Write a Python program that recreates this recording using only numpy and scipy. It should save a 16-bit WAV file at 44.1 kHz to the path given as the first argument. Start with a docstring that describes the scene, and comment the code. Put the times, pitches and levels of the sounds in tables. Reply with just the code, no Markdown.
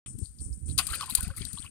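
"""After a short silence, wind rumbles in two microphone ports, over a faint river and a narrow, high hiss.
A steel bowl is tipped into a pit of muddy water: it splashes in, the water slops, spatters and bubbles.
Wind is low noise and wobbling tones; water is showers of clicks and damped tones; hiss is grainy noise.
The left port is bright and rings in the treble; the right one is muffled."""
import sys
import numpy as np
from scipy import signal
from scipy.fft import rfft, irfft
from scipy.io import wavfile
from scipy.ndimage import uniform_filter1d

SR = 44100
rng = np.random.default_rng(int(sys.argv[2]) if len(sys.argv) > 2 else 0)


def generate_wav(sig):
    """Save sig (samples, or channels by samples) to the path in sys.argv[1] as 16-bit PCM at SR."""
    pcm = np.round(np.clip(np.atleast_2d(sig).T, -1, 1) * 32767).astype(np.int16)
    wavfile.write(sys.argv[1], SR, pcm)


N = 74970


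def undb(db):
    """Turn decibels into a gain."""
    return 10 ** (np.asarray(db) / 20)


def unit(x):
    """Scale to an average (rms) level of 1."""
    return x / np.sqrt(np.mean(x ** 2) + 1e-18)


def curve(rows, column=1):
    """Draw straight lines in dB between the table's points and return a gain for every sample."""
    rows = np.array(rows)
    return undb(np.interp(np.arange(N) / SR, rows[:, 0], rows[:, column]))


def colour(x, points):
    """Filter to the given (frequency [Hz], level [dB]) response without any sound before the input."""
    size = 2 * N
    hz, db = np.array(points).T
    log_hz = np.log(np.fft.rfftfreq(size, 1 / SR) + 1)
    gain = undb(np.interp(log_hz, np.log(hz), db))
    # Folding the cepstrum onto positive times gives the filter with the least delay.
    cepstrum = irfft(np.log(gain))
    cepstrum[1:N] *= 2
    cepstrum[N + 1:] = 0
    response = np.exp(rfft(cepstrum))
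    return irfft(rfft(x, size) * response)[:N]


def steady(x, span_s):
    """Even out the loudness: hold the rms near 1 over spans of this length."""
    power = np.abs(uniform_filter1d(x ** 2, max(int(span_s * SR), 2)))
    return x / np.sqrt(power + 1e-3 * np.mean(x ** 2))


def noise(points):
    """Coloured noise of rms 1."""
    return unit(colour(rng.standard_normal(N), points))


def crackle(points, rate, scatter_db):
    """Many coloured clicks at random times, rate per second, of either sign and random size; rms 1."""
    sizes = undb(scatter_db * np.clip(rng.standard_normal(N), -2, 2))
    signs = rng.choice([-1, 1], N)
    present = rng.random(N) < rate / SR
    return unit(colour(sizes * signs * present, points))


def burst(start, attack, hold, decay):
    """A level that climbs in a straight line, holds, then dies away exponentially; all in seconds."""
    age = np.arange(N) / SR - start
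    return np.clip(age / attack, 0, 1) * np.exp(-np.maximum(age - hold, 0) / decay)


# Wind buffets, one list for the left port and one for the right:
# (centre time [s], length [s], tone level [dB], pitch [Hz], flutter level [dB])
WIND_BUFFETS = [
    [(.153, 0.015, -32.5, 119.1, -39), (.19, 0.015, -38, 220, -46), (.218, 0.0057, -39.5, 300, -36),
     (.227, 0.016, -24, 75, -32), (.3, 0.036, -44.5, 54.3, -66), (.495, 0.044, -50, 130, -41),
     (.85, 0.055, -42, 80, -46), (.965, 0.028, -44, 90, -45.5), (1.128, 0.011, -37.5, 220.6, -38),
     (1.233, 0.0067, -36.5, 169.6, -40), (1.278, 0.01, -39, 91.8, -26), (1.307, 0.019, -28.5, 80.2, -39),
     (1.412, 0.015, -30, 99.97, -28), (1.46, 0.04, -56, 79.3, -39), (1.544, 0.02, -45.5, 91.6, -35),
     (1.6, 0.0058, -38, 200, -34.5), (1.65, 0.026, -44.5, 91.6, -49)],
    [(.09, 0.13, -53.5, 91.3, -45.5), (.42, 0.024, -30, 75.04, -35), (.465, 0.012, -29.5, 65.24, -38.5),
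     (.524, 0.03, -26.5, 61.64, -49), (.575, 0.014, -35.5, 65, -39), (.645, 0.039, -30.5, 70.4, -43.5),
     (.703, 0.034, -32, 72, -29), (.75, 0.037, -36.5, 80, -36.5), (.79, 0.031, -30, 70, -34),
     (.917, 0.014, -31, 65, -37), (1.19, 0.014, -26, 60, -42), (1.237, 0.014, -29.5, 60, -37.5),
     (1.388, 0.024, -40.5, 96.5, -44.5)],
]
# Steady wind: (time [s], left level [dB], right level [dB])
STEADY_WIND = [(0, -86, -39), (.25, -52.5, -56.5), (.4, -68, -46.5), (.75, -63.5, -44.5), (.9, -60, -43.5),
               (1.08, -61, -47), (1.35, -62, -48.5), (1.7, -54, -57.5)]
# Colour of the wind noise: (frequency [Hz], level [dB])
RUMBLE_COLOUR = [(20, -24.5), (35, -13), (65, 1), (110, -3.5), (200, -11.5), (320, -19.5), (500, -36.5),
                 (800, -59.5), (2000, -70)]
BUFFET_WOBBLE = 0.19  # rms pitch wander, as a share of the pitch


def wind(buffets, bed):
    """Wind on one port: a low rumble, and eddies that each push it for a cycle or two and flutter."""
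    t = np.arange(N) / SR
    flutter = steady(noise(RUMBLE_COLOUR), 0.0372)
    wobble = noise(RUMBLE_COLOUR)
    out = bed * steady(noise(RUMBLE_COLOUR), 0.044)
    for centre, length, db, hz, flutter_db in buffets:
        phase = hz * np.cumsum(1 + BUFFET_WOBBLE * wobble) / SR + rng.random()
        push = undb(db) * np.sqrt(2) * np.sin(2 * np.pi * phase)
        swell = np.exp(-2 * ((t - centre) / length) ** 2)
        out = out + swell * (push + undb(flutter_db) * flutter)
    return out


# Colour of the river: (frequency [Hz], level [dB])
RIVER_COLOUR = [(100, 23.5), (700, -2), (1300, 0), (3000, -10), (6000, -6), (15000, -31)]


def river():
    """The river's murmur on one port: quiet, steady noise, strongest in the bass."""
    return undb(-69.5) * noise(RIVER_COLOUR)


PATCHY_DB, PATCHY_PER_S = 5.5, 110  # rms size of the wander; inverse of its smoothing time


def patchy():
    """A gain that wanders quickly at random: smoothed noise read as decibels."""
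    k = int(SR / PATCHY_PER_S)
    smooth = uniform_filter1d(rng.standard_normal(N), k)
    smooth = uniform_filter1d(smooth, k // 3 + 1)
    return undb(PATCHY_DB * unit(smooth))


# In cycles: time to fall to 1/e, time to swell. Glide: share the pitch rises per decay time.
BUBBLE_CYCLES, BUBBLE_RISE_CYCLES, BUBBLE_GLIDE = 5.8, 1.98, 0.027


def add_bubble(out, start, hz, db):
    """Add one bubble: a damped tone that swells in a few cycles and rises in pitch."""
    first = int(np.clip(start * SR, 0, N - 1))
    length = min(N - first, int(10 * BUBBLE_CYCLES * SR / hz))
    cycles = np.arange(length) * hz / SR
    swell = 1 - np.exp(-(cycles / BUBBLE_RISE_CYCLES) ** 2)
    shape = 2 * swell * np.exp(-cycles / BUBBLE_CYCLES)
    phase = cycles * (1 + .5 * BUBBLE_GLIDE * cycles / BUBBLE_CYCLES) + rng.random()
    out[first:first + length] += undb(db) * shape * np.sin(2 * np.pi * phase)


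def swarm(rate, low_hz, high_hz):
    """Bubbles of random time, size and pitch, evened out to an rms near 1."""
    out = np.zeros(N)
    for when, pitch, size in rng.random((int(rate * N / SR), 3)):
        hz = low_hz * (high_hz / low_hz) ** pitch
        db = 8 * min(-np.log(size), 2)  # many small bubbles, few large ones
        add_bubble(out, when * N / SR, hz, db)
    return steady(out, 0.084)


# Sloshing: (time [s], churning level [dB], fine spray level [dB])
SLOSH_LEVELS = [(0, -33.5, -28), (.64, -37, -23.5), (.69, -30.5, -31), (.77, -23, -20), (.795, 4, 8),
                (.85, -9.5, -9), (.93, 2, 4.5), (.98, -5.5, -20), (1.03, -1.5, -8), (1.07, -9.5, -19.5),
                (1.17, -5, 3.5), (1.25, -8, -22), (1.345, -18, -20), (1.39, -9, -11), (1.5, -15, -26),
                (1.58, -17.5, -18), (1.66, -12.5, -14.5), (1.7, -28.5, -28)]
# Colours of the water's low body, its ring and its bright spray: (frequency [Hz], level [dB])
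BODY_COLOUR = [(200, -18.5), (550, -12), (800, -10.5), (1250, 4), (1800, -7), (2500, 6.5), (3400, 6),
               (5000, -9), (9000, -61)]
RING_COLOUR = [(1000, -43), (2600, -25), (3500, -8.5), (4300, 3.5), (4850, 3.5), (5300, -8.5), (5900, -8),
               (7000, -2.5), (10000, -38)]
SPRAY_COLOUR = [(2000, -33), (5500, -27.5), (7200, -11), (8500, 0.5), (9600, 3), (10700, -1.5), (12000, -8),
                (13500, -8.5), (15500, -22)]


def spatter(points, db):
    """Patchy droplet clicks of even size, in one colour."""
    return undb(db) * patchy() * steady(crackle(points, 900, 0), 0.017)


def slosh():
    """Moving water: patchy spatter, with low gurgles, froth and fizz from bubbles of falling size."""
    # Levels here are relative to the sloshing curves.
    body = spatter(BODY_COLOUR, -50.5)
    ring = spatter(RING_COLOUR, -46)
    spray = spatter(SPRAY_COLOUR, -43)
    # Swarms: bubbles per second, lowest and highest pitch in Hz
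    gurgle = undb(-61) * swarm(120, 323, 969)
    froth = undb(-48) * swarm(520, 1284, 5170)
    fizz = undb(-42.5) * swarm(260, 7580, 11440)
    churning = curve(SLOSH_LEVELS, column=1) * (body + ring + gurgle + froth)
    return churning + curve(SLOSH_LEVELS, column=2) * (spray + fizz)


# Bursts of the narrow hiss: (start time [s], hold [s], level [dB])
HISS_BURSTS = [(0.058, 0.04, -38.5), (0.18, 0.067, -42), (0.401, 0.049, -38.5), (0.517, 0.025, -45),
               (.654, 0.078, -40.5), (0.819, .2, -37), (1.057, 0.074, -44), (1.185, 0.059, -38.5),
               (1.391, 0.038, -42.5), (1.441, 0.18, -40)]
# Colour of the hiss: (frequency [Hz], level [dB])
HISS_COLOUR = [(1000, -36.5), (3400, -49), (4400, -36), (5400, -20), (6400, -20), (7400, -12), (8200, -3),
               (8900, 3.5), (9350, -0.5), (9750, -13.5), (10700, -22), (12000, -50.5), (15500, -36.5)]
HISS_ATTACK_S, HISS_DECAY_S, HISS_FLOOR_DB, HISS_GRAINS_PER_S = 0.0056, 0.035, -54.5, 2500


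def hiss():
    """Narrow, grainy hiss: random clicks whose bursts start abruptly, hold and fade to a quiet floor."""
    power = undb(HISS_FLOOR_DB) ** 2
    for start, hold, db in HISS_BURSTS:
        power = power + (undb(db) * burst(start, HISS_ATTACK_S, hold, HISS_DECAY_S)) ** 2
    return np.sqrt(power) * steady(crackle(HISS_COLOUR, HISS_GRAINS_PER_S, 1.5), 0.12)


# Splashes: (start time [s], hold [s], decay [s], body level [dB], ring level [dB], spray level [dB])
SPLASH_EVENTS = [(0.06, .003, 0.011, -47.5, -66, -72), (.186, 0.0033, .004, -63, -55, -40.5),
                 (0.233, 0.03, 0.027, -92.5, -58, -59), (0.385, .003, .012, -91, -53, -57),
                 (0.403, 0.0033, .006, -96, -56, -59), (0.682, 0.019, 0.01, -60.5, -56, -48.5),
                 (0.778, 0.013, 0.0031, -38.5, -24, -20.5), (0.786, 0.0051, 0.014, -25.5, -27.5, -28),
                 (0.868, 0.0038, 0.0036, -42.5, -33, -23), (0.936, 0.0025, 0.0031, -38, -44, -33.5),
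                 (.945, 0.013, 0.0048, -43, -40, -30.5), (1.009, 0.0014, 0.0016, -34, -31, -30),
                 (1.058, 0.0025, 0.0039, -47, -45, -37), (1.097, 0.0022, 0.015, -42.5, -47, -26),
                 (1.1502, 0.0025, 0.0026, -32, -19, -8), (1.173, 0.01, 0.0039, -44, -39.5, -33),
                 (1.206, 0.003, 0.0016, -49, -61, -23.5), (1.228, 0.0052, .008, -58, -39.5, -30),
                 (1.278, 0.0026, 0.003, -59, -66, -36.5), (1.3, 0.0086, 0.0054, -67, -70, -74),
                 (1.364, 0.02, 0.0067, -72, -49, -34.5), (1.419, 0.0013, 0.0032, -47, -41, -46),
                 (1.451, 0.0015, .002, -63, -31.5, -28), (1.53, 0.0025, 0.0036, -65, -40.5, -31.5)]
SPLASH_ATTACK_S, CLICKS_PER_S, CLICK_SCATTER_DB = .0005, 5000, 2.5


def shower(points):
    """A dense, even shower of droplet clicks in one colour."""
    return steady(crackle(points, CLICKS_PER_S, CLICK_SCATTER_DB), 0.0077)


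def splashes():
    """Each splash is a dense shower of droplet clicks with a low body, a ring and bright spray."""
    body, ring, spray = shower(BODY_COLOUR), shower(RING_COLOUR), shower(SPRAY_COLOUR)
    out = np.zeros(N)
    for start, hold, decay, body_db, ring_db, spray_db in SPLASH_EVENTS:
        drops = undb(body_db) * body + undb(ring_db) * ring + undb(spray_db) * spray
        out += burst(start, SPLASH_ATTACK_S, hold, decay) * drops
    return out


# Single bubbles and drips: (start time [s], pitch [Hz], level [dB])
BUBBLE_EVENTS = [(0.257, 4350, -37.5), (0.388, 4740, -42), (0.529, 5080, -41), (.698, 4070, -34.5),
                 (0.712, 3860, -38), (.79, 1062, -31), (.793, 1355, -26), (.794, 750, -41.5),
                 (0.887, 1150, -42.5), (0.903, 4070, -29), (.912, 1283, -39), (0.932, 1330, -29),
                 (0.933, 1497, -29.5), (0.937, 2990, -30), (0.943, 4150, -24.5), (0.958, 2410, -38),
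                 (0.956, 1570, -50), (.998, 1430, -40.5), (1.01, 4200, -23), (1.01, 1212, -30),
                 (1.022, 996, -46), (1.025, 2930, -31), (1.029, 1090, -33.5), (1.034, 870, -40.5),
                 (1.077, 1040, -43.5), (1.088, 1000, -40), (1.092, 4400, -34), (1.109, 3900, -25),
                 (1.123, 2520, -40.5), (1.183, 983, -40.5), (1.208, 1466, -38.5), (1.22, 1335, -50),
                 (1.232, 3450, -38), (1.24, 1393, -44), (1.248, 2490, -38.5), (1.268, 1460, -49),
                 (1.308, 530, -56), (.97, 543, -57), (1.38, 1260, -49.5), (1.405, 2110, -49),
                 (1.47, 1640, -53), (1.652, 2470, -45.5), (1.25, 674, -55), (1.285, 750, -54),
                 (1.301, 1457, -42), (1.304, 1056, -51.5), (1.336, 1270, -49), (1.38, 2120, -40),
                 (1.417, 4310, -32), (1.418, 3190, -31.5), (1.427, 2230, -38.5), (1.453, 3960, -29.5),
                 (1.573, 1098, -44), (1.574, 3220, -36), (1.585, 3990, -28), (1.626, 3290, -35.5),
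                 (1.644, 1070, -48), (1.664, 2750, -35.5)]
# Smaller bubbles around each listed one: relative level, spread in time and in pitch
SATELLITE_DB, SATELLITE_SPREAD_S, SATELLITE_SPREAD_OCTAVES = -12, .007, 0.168


def bubbles(count=4):
    """Pockets of air that close in the mud and ring briefly, each with a few smaller ones of nearby pitch."""
    out = np.zeros(N)
    for start, hz, db in BUBBLE_EVENTS:
        add_bubble(out, start, hz, db)
        for late, detune, size in rng.standard_normal((count, 3)):
            when = start + SATELLITE_SPREAD_S * (late + .5)
            pitch = hz * 2 ** (SATELLITE_SPREAD_OCTAVES * detune)
            add_bubble(out, when, pitch, db + SATELLITE_DB + 2 * size)
    return out


def pit(x):
    """Short scatter from the bowl and the mud walls: a fading burst of random echoes."""
    t = np.arange(SR // 10) / SR
    tail = rng.standard_normal(len(t)) * np.exp(-t / 0.011)  # decay in seconds
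    tail = tail / np.sqrt(np.sum(tail ** 2))
    return x + undb(-13) * signal.fftconvolve(x, tail)[:N]


def water():
    """One random version of the splashes, hiss and slosh together."""
    return splashes() + hiss() + slosh()


# How the right port dulls the sound: (frequency [Hz], level [dB])
RIGHT_PORT_COLOUR = [(300, 0.5), (1400, -2.5), (2400, -1.5), (3200, -9.5), (4400, -17), (6000, -14.5),
                     (8400, -29.5), (9900, -38), (12000, -28.5), (15000, -17)]
STRAY_DB = 0.5  # water and hiss heard by one port only, relative to the shared part


def scene():
    """Both ports share bubbles and part of the water and hiss; the rest, wind and river are their own."""
    left_wind = wind(WIND_BUFFETS[0], curve(STEADY_WIND, column=1))
    right_wind = wind(WIND_BUFFETS[1], curve(STEADY_WIND, column=2))
    shared, drips, stray = water(), bubbles(), undb(STRAY_DB)
    # Dividing by hypot keeps the total power when the two parts are mixed.
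    left = pit(drips + (shared + stray * water()) / np.hypot(1, stray))
    right = pit(drips + (shared + stray * water()) / np.hypot(1, stray))
    right = colour(right, RIGHT_PORT_COLOUR)
    return np.array([left + left_wind + river(), right + right_wind + river()])


START_S, OPENING_S = .06, 0.0011
CEILING, TOP_HZ = 0.68, 15700


def record(dry):
    """The sound opens after a moment of silence; peaks are capped and then the top is cut."""
    opening = np.clip((np.arange(N) / SR - START_S) / OPENING_S, 0, 1)
    capped = np.clip(dry * opening, -CEILING, CEILING)
    low_pass = signal.ellip(8, .2, 70, TOP_HZ, fs=SR, output="sos")
    return signal.sosfilt(low_pass, capped)


dry = scene()
out = record(dry)
generate_wav(out)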